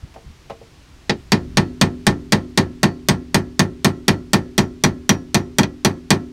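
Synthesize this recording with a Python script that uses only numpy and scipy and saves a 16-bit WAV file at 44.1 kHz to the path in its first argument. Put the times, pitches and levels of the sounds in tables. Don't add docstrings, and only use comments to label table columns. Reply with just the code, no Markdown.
import sys
import numpy as np
from scipy import signal
from scipy.fft import rfft, irfft
from scipy.io import wavfile

SR = 44100
rng = np.random.default_rng(int(sys.argv[2]) if len(sys.argv) > 2 else 0)


def output_pcm(signal):
    pcm = np.clip(np.atleast_2d(signal).T, -1, 1) * 32767
    wavfile.write(sys.argv[1], SR, np.round(pcm).astype(np.int16))


N = 278712
TIME = np.arange(N) / SR
BLOW_TIME = np.arange(SR * 3 // 5) / SR


def from_db(db):
    return 10 ** (np.asarray(db) / 20)


def rms_one(x):
    return x / np.sqrt(np.mean(x ** 2) + 1e-20)


def at_time(rows, s):
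    return np.interp(s, *np.transpose(rows))


def at_hz(points, hz):
    table_hz, value = np.transpose(points)
    return np.interp(np.log(hz), np.log(table_hz), value)


def dying(t, t60):
    return (t >= 0) * np.exp(-np.log(1000) * np.maximum(t, 0) / t60)


def ring(hz, t60, t):
    return dying(t, t60) * np.sin(2 * np.pi * hz * t)


def bands(lowest_hz, count):
    edges = np.geomspace(lowest_hz, 17500, count + 1)
    return [(np.sqrt(low * high), signal.butter(2, [low, high], "band", fs=SR, output="sos"))
            for low, high in zip(edges, edges[1:])]


def place(times, sounds):
    out = np.zeros(N + SR)
    for s, sound in zip(times, sounds):
        start = round(s * SR)
        out[start:start + np.size(sound)] += sound
    return out[:N]


def steady_noise(spectrum):
    hz = np.maximum(np.fft.rfftfreq(N, 1 / SR), 1)
    coloured = rfft(rng.standard_normal(N)) * from_db(at_hz(spectrum, hz))
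    return rms_one(irfft(coloured, N))


# (time [s], strength [dB], looseness of the contact [0-1])
HAMMER_BLOWS = [(1.0951, -1.5, 0.9), (1.3194, -0.7, 0.07), (1.571, -0.6, 0), (1.8128, 0, 0),
                (2.0668, -0.4, 0), (2.322, -0.5, 0.05), (2.575, -0.8, 0.1), (2.831, -1, 0.13),
                (3.086, -1.1, 0), (3.3443, -1.5, 0), (3.5933, -1.5, 0.06), (3.8455, -1, 0),
                (4.0809, -0.45, 0.05), (4.3327, -0.94, 0), (4.5793, -1.5, 0), (4.8375, -1, 0.03),
                (5.0925, -1.5, 0), (5.3444, -1.86, 0), (5.5846, -1.1, 0), (5.632, -9.5, 1),
                (5.8477, -1.5, 0), (6.1046, -0.1, 0.1)]


def blow_times():
    return np.array(HAMMER_BLOWS)[:, 0]


# (frequency [Hz], level change [dB])
LOOSE_CONTACT_COLOUR = [(110, -6.5), (250, -1), (450, 4.5), (1000, -4), (2000, -0.5), (4200, -0.5),
                        (9500, -13)]
# (frequency [Hz], level change [dB])
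FIRST_BLOW_COLOUR = [(250, 0), (1200, -1.04), (4200, 1), (9500, -6)]
BITTEN_IN_COLOUR = [(250, -0.17), (1200, 0.2), (4200, -0.26), (9500, 3)]
BITE_S = 1.5


def force_db(hz):
    times, strength_db, loose = np.transpose(HAMMER_BLOWS)
    fresh = np.exp(-(times - times[0]) / BITE_S)
    bite_db = fresh * at_hz(FIRST_BLOW_COLOUR, hz) + (1 - fresh) * at_hz(BITTEN_IN_COLOUR, hz)
    return strength_db + bite_db + loose * at_hz(LOOSE_CONTACT_COLOUR, hz)


FIRM_DAMPING_DB_PER_S = 11.5
LOOSE_EXTRA_DAMPING_DB_PER_S = 180


def hand_damping():
    loose = np.array(HAMMER_BLOWS)[:, 2:]
    db_per_s = FIRM_DAMPING_DB_PER_S + LOOSE_EXTRA_DAMPING_DB_PER_S * loose ** 2
    return from_db(-db_per_s * BLOW_TIME)


def struck(modes, level_db, scatter_db, lag_s):
    rings = [(-1) ** k * ring(hz, t60, BLOW_TIME - lag_s) for k, (hz, db, t60) in enumerate(modes)]
    mode_db = np.array([level_db + db + force_db(hz) for hz, db, t60 in modes]).T
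    chance_db = scatter_db * rng.standard_normal(mode_db.shape)
    return from_db(mode_db + chance_db) @ np.array(rings)


# (frequency [Hz], relative level as first seated [dB], relative level once reseated [dB],
# time to fall 60 dB if left undamped [s])
CHISEL_MODES = [(2443, -22.5, -17.5, 0.11), (2580, -50, -44, 0.037), (3110, -31, -34.5, 0.15),
                (3245, -22.5, -13, 0.067), (3437, -15, -12, 0.04), (3730, -17, -16.5, 0.05),
                (4140, -36, -34, 0.03), (4270, -22.5, -18.5, 0.078), (4611, -13, -16.5, 0.048),
                (5320, -12.5, -64, 0.028), (5520, -17.5, -35.5, 0.068), (5780, -28.5, -6.5, 0.056),
                (6060, -33, -13, 0.084), (5980, -40, -21, 0.037), (6450, -16, -39, 0.052),
                (7030, -40, -54.5, .07), (7660, -45.5, -9.5, 0.065), (8230, -26, -34, 0.1),
                (11000, -34, -41, 0.11)]
# (time [s], share [0-1])
CHISEL_SEAT = [(1.1, 0.12), (4.0, 0), (4.6, 0.73), (5.6, 0.67), (6.1, 0.4)]


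def chisel(level_db, scatter_db, detune):
    seat = at_time(CHISEL_SEAT, blow_times())
    out = np.zeros((len(HAMMER_BLOWS), len(BLOW_TIME)))
    t = BLOW_TIME[:SR // 5]
    for k, (hz, first_db, reseated_db, t60) in enumerate(CHISEL_MODES):
        loudness, grip = rng.standard_normal((len(HAMMER_BLOWS), 2)).T
        seated_db = first_db + seat * (reseated_db - first_db)
        strength = from_db(level_db + seated_db + force_db(hz) + scatter_db * loudness)
        pitch_hz = hz * (1 + detune * grip[:, None])
        out[:, :len(t)] += (-1) ** k * strength[:, None] * ring(pitch_hz, t60, t)
    return out


# (frequency [Hz], relative level [dB], time to fall 60 dB if left undamped [s])
HAMMER_MODES = [(1355, -41, 0.3), (1420, -55, 0.46), (1690, -38.5, 0.38), (1980, -44, 0.27),
                (2560, -43.5, 0.24), (4330, -43, 0.3), (4520, -47, 0.33), (5700, -43, 0.24),
                (5570, -54, 0.29), (6200, -55, 0.31), (7000, -51, 0.23), (8100, -53, 0.28),
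                (8600, -63, 0.33)]


def hammer():
    return struck(HAMMER_MODES, level_db=-3.0, scatter_db=5.5, lag_s=0.0003)


def plate():
    m, n = np.mgrid[1:100, 1:100]
    hz = 1.9 * m ** 2 + 3.7 * n ** 2
    sense = np.sign(np.sin(0.71 * m) * np.sin(1.13 * n) * np.sin(1.37 * m) * np.sin(1.79 * n))
    lines = np.bincount(hz.astype(int).ravel(), sense.ravel())[:SR // 2 + 1]
    return rms_one(irfft(-1j * lines, SR)[:len(BLOW_TIME)])


# (frequency [Hz], relative level [dB])
CRACK_COLOUR = [(500, -4.5), (1500, 0.5), (3500, -6.5), (6000, -1.5), (8500, -5), (12000, -13),
                (15500, -17.5)]
# (delay [s], level against the crack [dB], tilt above 3 kHz [dB per octave])
CRACK_REFLECTIONS = [(.0056, -2.5, -4.5), (0.0109, 0.5, -9)]
# (frequency [Hz], relative level [dB])
CLATTER_COLOUR = [(200, -44), (450, -19.5), (650, -6.5), (850, -8), (1100, -8.5), (1400, -11.5), (1900, -4),
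                  (2900, -12), (4500, -6), (6500, -18), (9000, -29), (12000, -27.5), (15500, -34.5)]
# (frequency [Hz], time to fall 60 dB if left undamped [s])
CLATTER_FADE = [(300, 0.64), (700, 0.22), (2000, 0.14), (4000, 0.11), (8000, 0.12), (15000, 0.094)]
# (frequency [Hz], share [0-1])
CLATTER_ALIKE = [(400, 0.66), (1800, 0.64), (3500, 0.29), (7000, 0.24), (13000, 0.39)]
# (frequency [Hz], relative level [dB])
CAB_TAIL_COLOUR = [(220, 5), (360, -0.5), (520, -19), (1200, -38.5), (2000, -51), (3000, -39), (6000, -41),
                   (8000, -53), (11000, -59), (15500, -62)]


def crack_and_clatter(crack_t60, tail_t60, colour_db):
    t, sheet, out = BLOW_TIME, plate(), 0
    noise = rng.standard_normal((2, len(HAMMER_BLOWS), len(t)))
    for k, (hz, band) in enumerate(bands(200.8, count=14)):
        octaves = max(np.log2(hz / 3000), 0)
        crack = dying(t, crack_t60)
        for delay, db, tilt_db in CRACK_REFLECTIONS:
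            crack = crack + from_db(db + tilt_db * octaves) * dying(t - delay, crack_t60)
        crack = from_db(at_hz(CRACK_COLOUR, hz)) * crack
        clatter = from_db(at_hz(CLATTER_COLOUR, hz)) * dying(t, at_hz(CLATTER_FADE, hz))
        tail = from_db(at_hz(CAB_TAIL_COLOUR, hz)) * dying(t, tail_t60)
        alike = at_hz(CLATTER_ALIKE, hz)
        same_part = np.sqrt(alike) * clatter * sheet * (-1) ** k
        chance_level = np.sqrt(crack ** 2 + (1 - alike) * clatter ** 2 + tail ** 2)
        sound = same_part + chance_level * noise[k % 2]
        vary_db = colour_db * (1 - alike) * rng.standard_normal(len(HAMMER_BLOWS))
        out = out + signal.sosfilt(band, sound) * from_db(force_db(hz) + vary_db)[:, None]
    return out


# (frequency [Hz], relative level [dB], time to fall 60 dB if left undamped [s])
FRAME_MODES = [(574.3, -28, 0.19), (593.5, -13.5, 0.078), (596, -34, 0.33), (636, -22.5, 0.14),
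               (673, -30, 0.2), (700, -25, 0.25), (767, -23.5, 0.14), (829.4, -16, 0.15),
               (886, -16.5, 0.11), (909.4, -19.5, 0.11), (952, -27, 0.15), (970, -21.5, 0.15),
               (1060, -30.5, 0.28), (1110, -18.5, 0.14), (1200, -44.5, 0.3), (1317.5, -30, 0.29),
               (1370, -32, 0.29), (1414, -29, 0.15), (1520, -42, 0.073), (1543, -29.5, 0.017),
               (1646, -56.5, 0.16), (1700, -33, 0.13), (1747, -24.5, 0.13), (1804, -17.5, 0.15),
               (1884, -14.5, 0.038), (1940, -35.5, 0.31), (1965, -23, 0.12), (2090, -37, 0.12),
               (2280, -32, 0.06), (2393, -21, 0.095)]


def frame():
    return struck(FRAME_MODES, level_db=-0.53, scatter_db=1.67, lag_s=0.0004)


# (frequency [Hz], relative level [dB], time to fall 60 dB if left undamped [s])
CAB_MODES = [(55, -32.5, 0.59), (71.5, -32, 1), (92.6, -18.5, 0.32), (100.2, -18, 0.37),
             (127.8, -13.5, 0.21), (152.1, -10, 0.24), (164.9, -37.5, 2.1), (184.2, -11, 0.24),
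             (209.5, -6.5, 0.17), (238.6, -8, 0.089), (247.84, -9.5, 0.29), (247.5, -17.5, 0.76),
             (258.9, -21, 0.35), (291.5, -29.5, 1.12), (302.1, -19, 0.16), (346.7, -19.5, 0.34),
             (365, -28, 0.76), (378.5, -19, 0.24), (387.4, -15, 0.17), (397.7, -40, 2.8),
             (443.5, -9, 0.038), (438.6, -15.5, 0.15), (494, -10, 0.01), (521.3, -27.5, 0.28)]
SWAY_MODES = [(32.8, -37.5, 0.28), (43.4, -47, 0.22)]


def cab():
    boom = struck(CAB_MODES, level_db=-0.32, scatter_db=1.02, lag_s=0.0016)
    return boom + struck(SWAY_MODES, level_db=-1.5, scatter_db=10.0, lag_s=0.004)


# (time [s], level [dB], tilt above 500 Hz [dB per octave])
TIP_TOUCHES = [(0.141, -22, 6), (.159, -7, -2.5), (0.4981, -7, 3), (0.503, 1, -0.5), (.509, -2.5, -6),
               (.613, -8, -18)]
# (frequency [Hz], relative level [dB])
KNOCK_COLOUR = [(100, -21), (190, -12.5), (320, -27), (480, -12), (750, -12), (1300, -32), (2000, -25),
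                (3300, -36), (7000, -55), (14000, -66)]
# (frequency [Hz], relative level [dB], time to fall 60 dB [s])
TOUCHED_FRAME_MODES = [(456, -37, 0.23), (553, -37.5, 0.13), (642, -38, 0.16), (670, -40.5, 0.24),
                       (777, -36, 0.12), (894, -41, 0.16), (1063, -40, 0.12)]


def touches(knock_t60, scatter_db):
    t = BLOW_TIME
    times, level_db, tilt_db = np.transpose(TIP_TOUCHES)

    def force(hz):
        octaves = max(np.log2(hz / 500), 0)
        return from_db(level_db + tilt_db * octaves)[:, None]

    out = 0
    for hz, band in bands(90.5, count=12):
        knock = rng.standard_normal((len(times), len(t))) * dying(t, knock_t60)
        out = out + force(hz) * from_db(at_hz(KNOCK_COLOUR, hz)) * signal.sosfilt(band, knock)
    for k, (hz, db, t60) in enumerate(TOUCHED_FRAME_MODES):
        strength = from_db(db + scatter_db * rng.standard_normal((len(times), 1)))
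        out = out + (-1) ** k * force(hz) * strength * ring(hz, t60, t)
    return place(times, out)


# (frequency [Hz], relative level per hertz [dB])
HISS_COLOUR = [(120, -14.5), (200, -2), (316, 4), (519, -7), (1140, -7), (1300, -8.5), (2470, -9.5),
               (4770, -12.5), (5840, -14.5), (9060, -22.5), (16000, -33)]
# (time [s], rms level [dB])
HISS_LEVEL = [(0, -51.5), (1.4, -51.5), (3, -54), (6.3, -54.5)]


def hiss():
    return from_db(at_time(HISS_LEVEL, TIME)) * steady_noise(HISS_COLOUR)


# (frequency [Hz], relative level per hertz [dB])
RUMBLE_COLOUR = [(8.8, -29), (15, -15), (40, -10.5), (60, -5.5), (77, -5), (103, -15), (128, -8.5),
                 (300, -30), (390, -68), (660, -120)]
# (time [s], peak level [dB], half-width [s])
HAND_SHIFTS = [(0.044, -29, .012), (.285, -33.5, .035), (.94, -46, 0.025), (1.5, -38, 0.12)]
RUMBLE_REST_DB, RUMBLE_RISE_DB = -48.5, 7
SETTLE_DB_PER_S = 1


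def rumble():
    working_s = TIME - blow_times()[0]
    shaken_db = (working_s > 0) * (RUMBLE_RISE_DB - SETTLE_DB_PER_S * working_s)
    gain = from_db(RUMBLE_REST_DB + shaken_db)
    for s, db, width in HAND_SHIFTS:
        gain = gain + from_db(db) * np.exp(-((TIME - s) / width) ** 2)
    return gain * steady_noise(RUMBLE_COLOUR)


def scene():
    steel = chisel(level_db=-1.0, scatter_db=3.0, detune=0.0053) + hammer()
    steel = steel + crack_and_clatter(crack_t60=0.014, tail_t60=0.35, colour_db=1.0)
    blows = place(blow_times(), (steel + frame() + cab()) * hand_damping())
    mono = blows + touches(knock_t60=0.097, scatter_db=3.0) + hiss() + rumble()
    return np.stack([mono, mono])


CEILING = 0.98
CUTOFF_HZ = 15800


def record(dry):
    rounded = dry / (1 + (dry / CEILING) ** 6) ** (1 / 6)
    low_pass = signal.ellip(10, 0.2, 80, CUTOFF_HZ, fs=SR, output="sos")
    return signal.sosfilt(low_pass, rounded)


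dry = scene()
out = record(dry)
output_pcm(out)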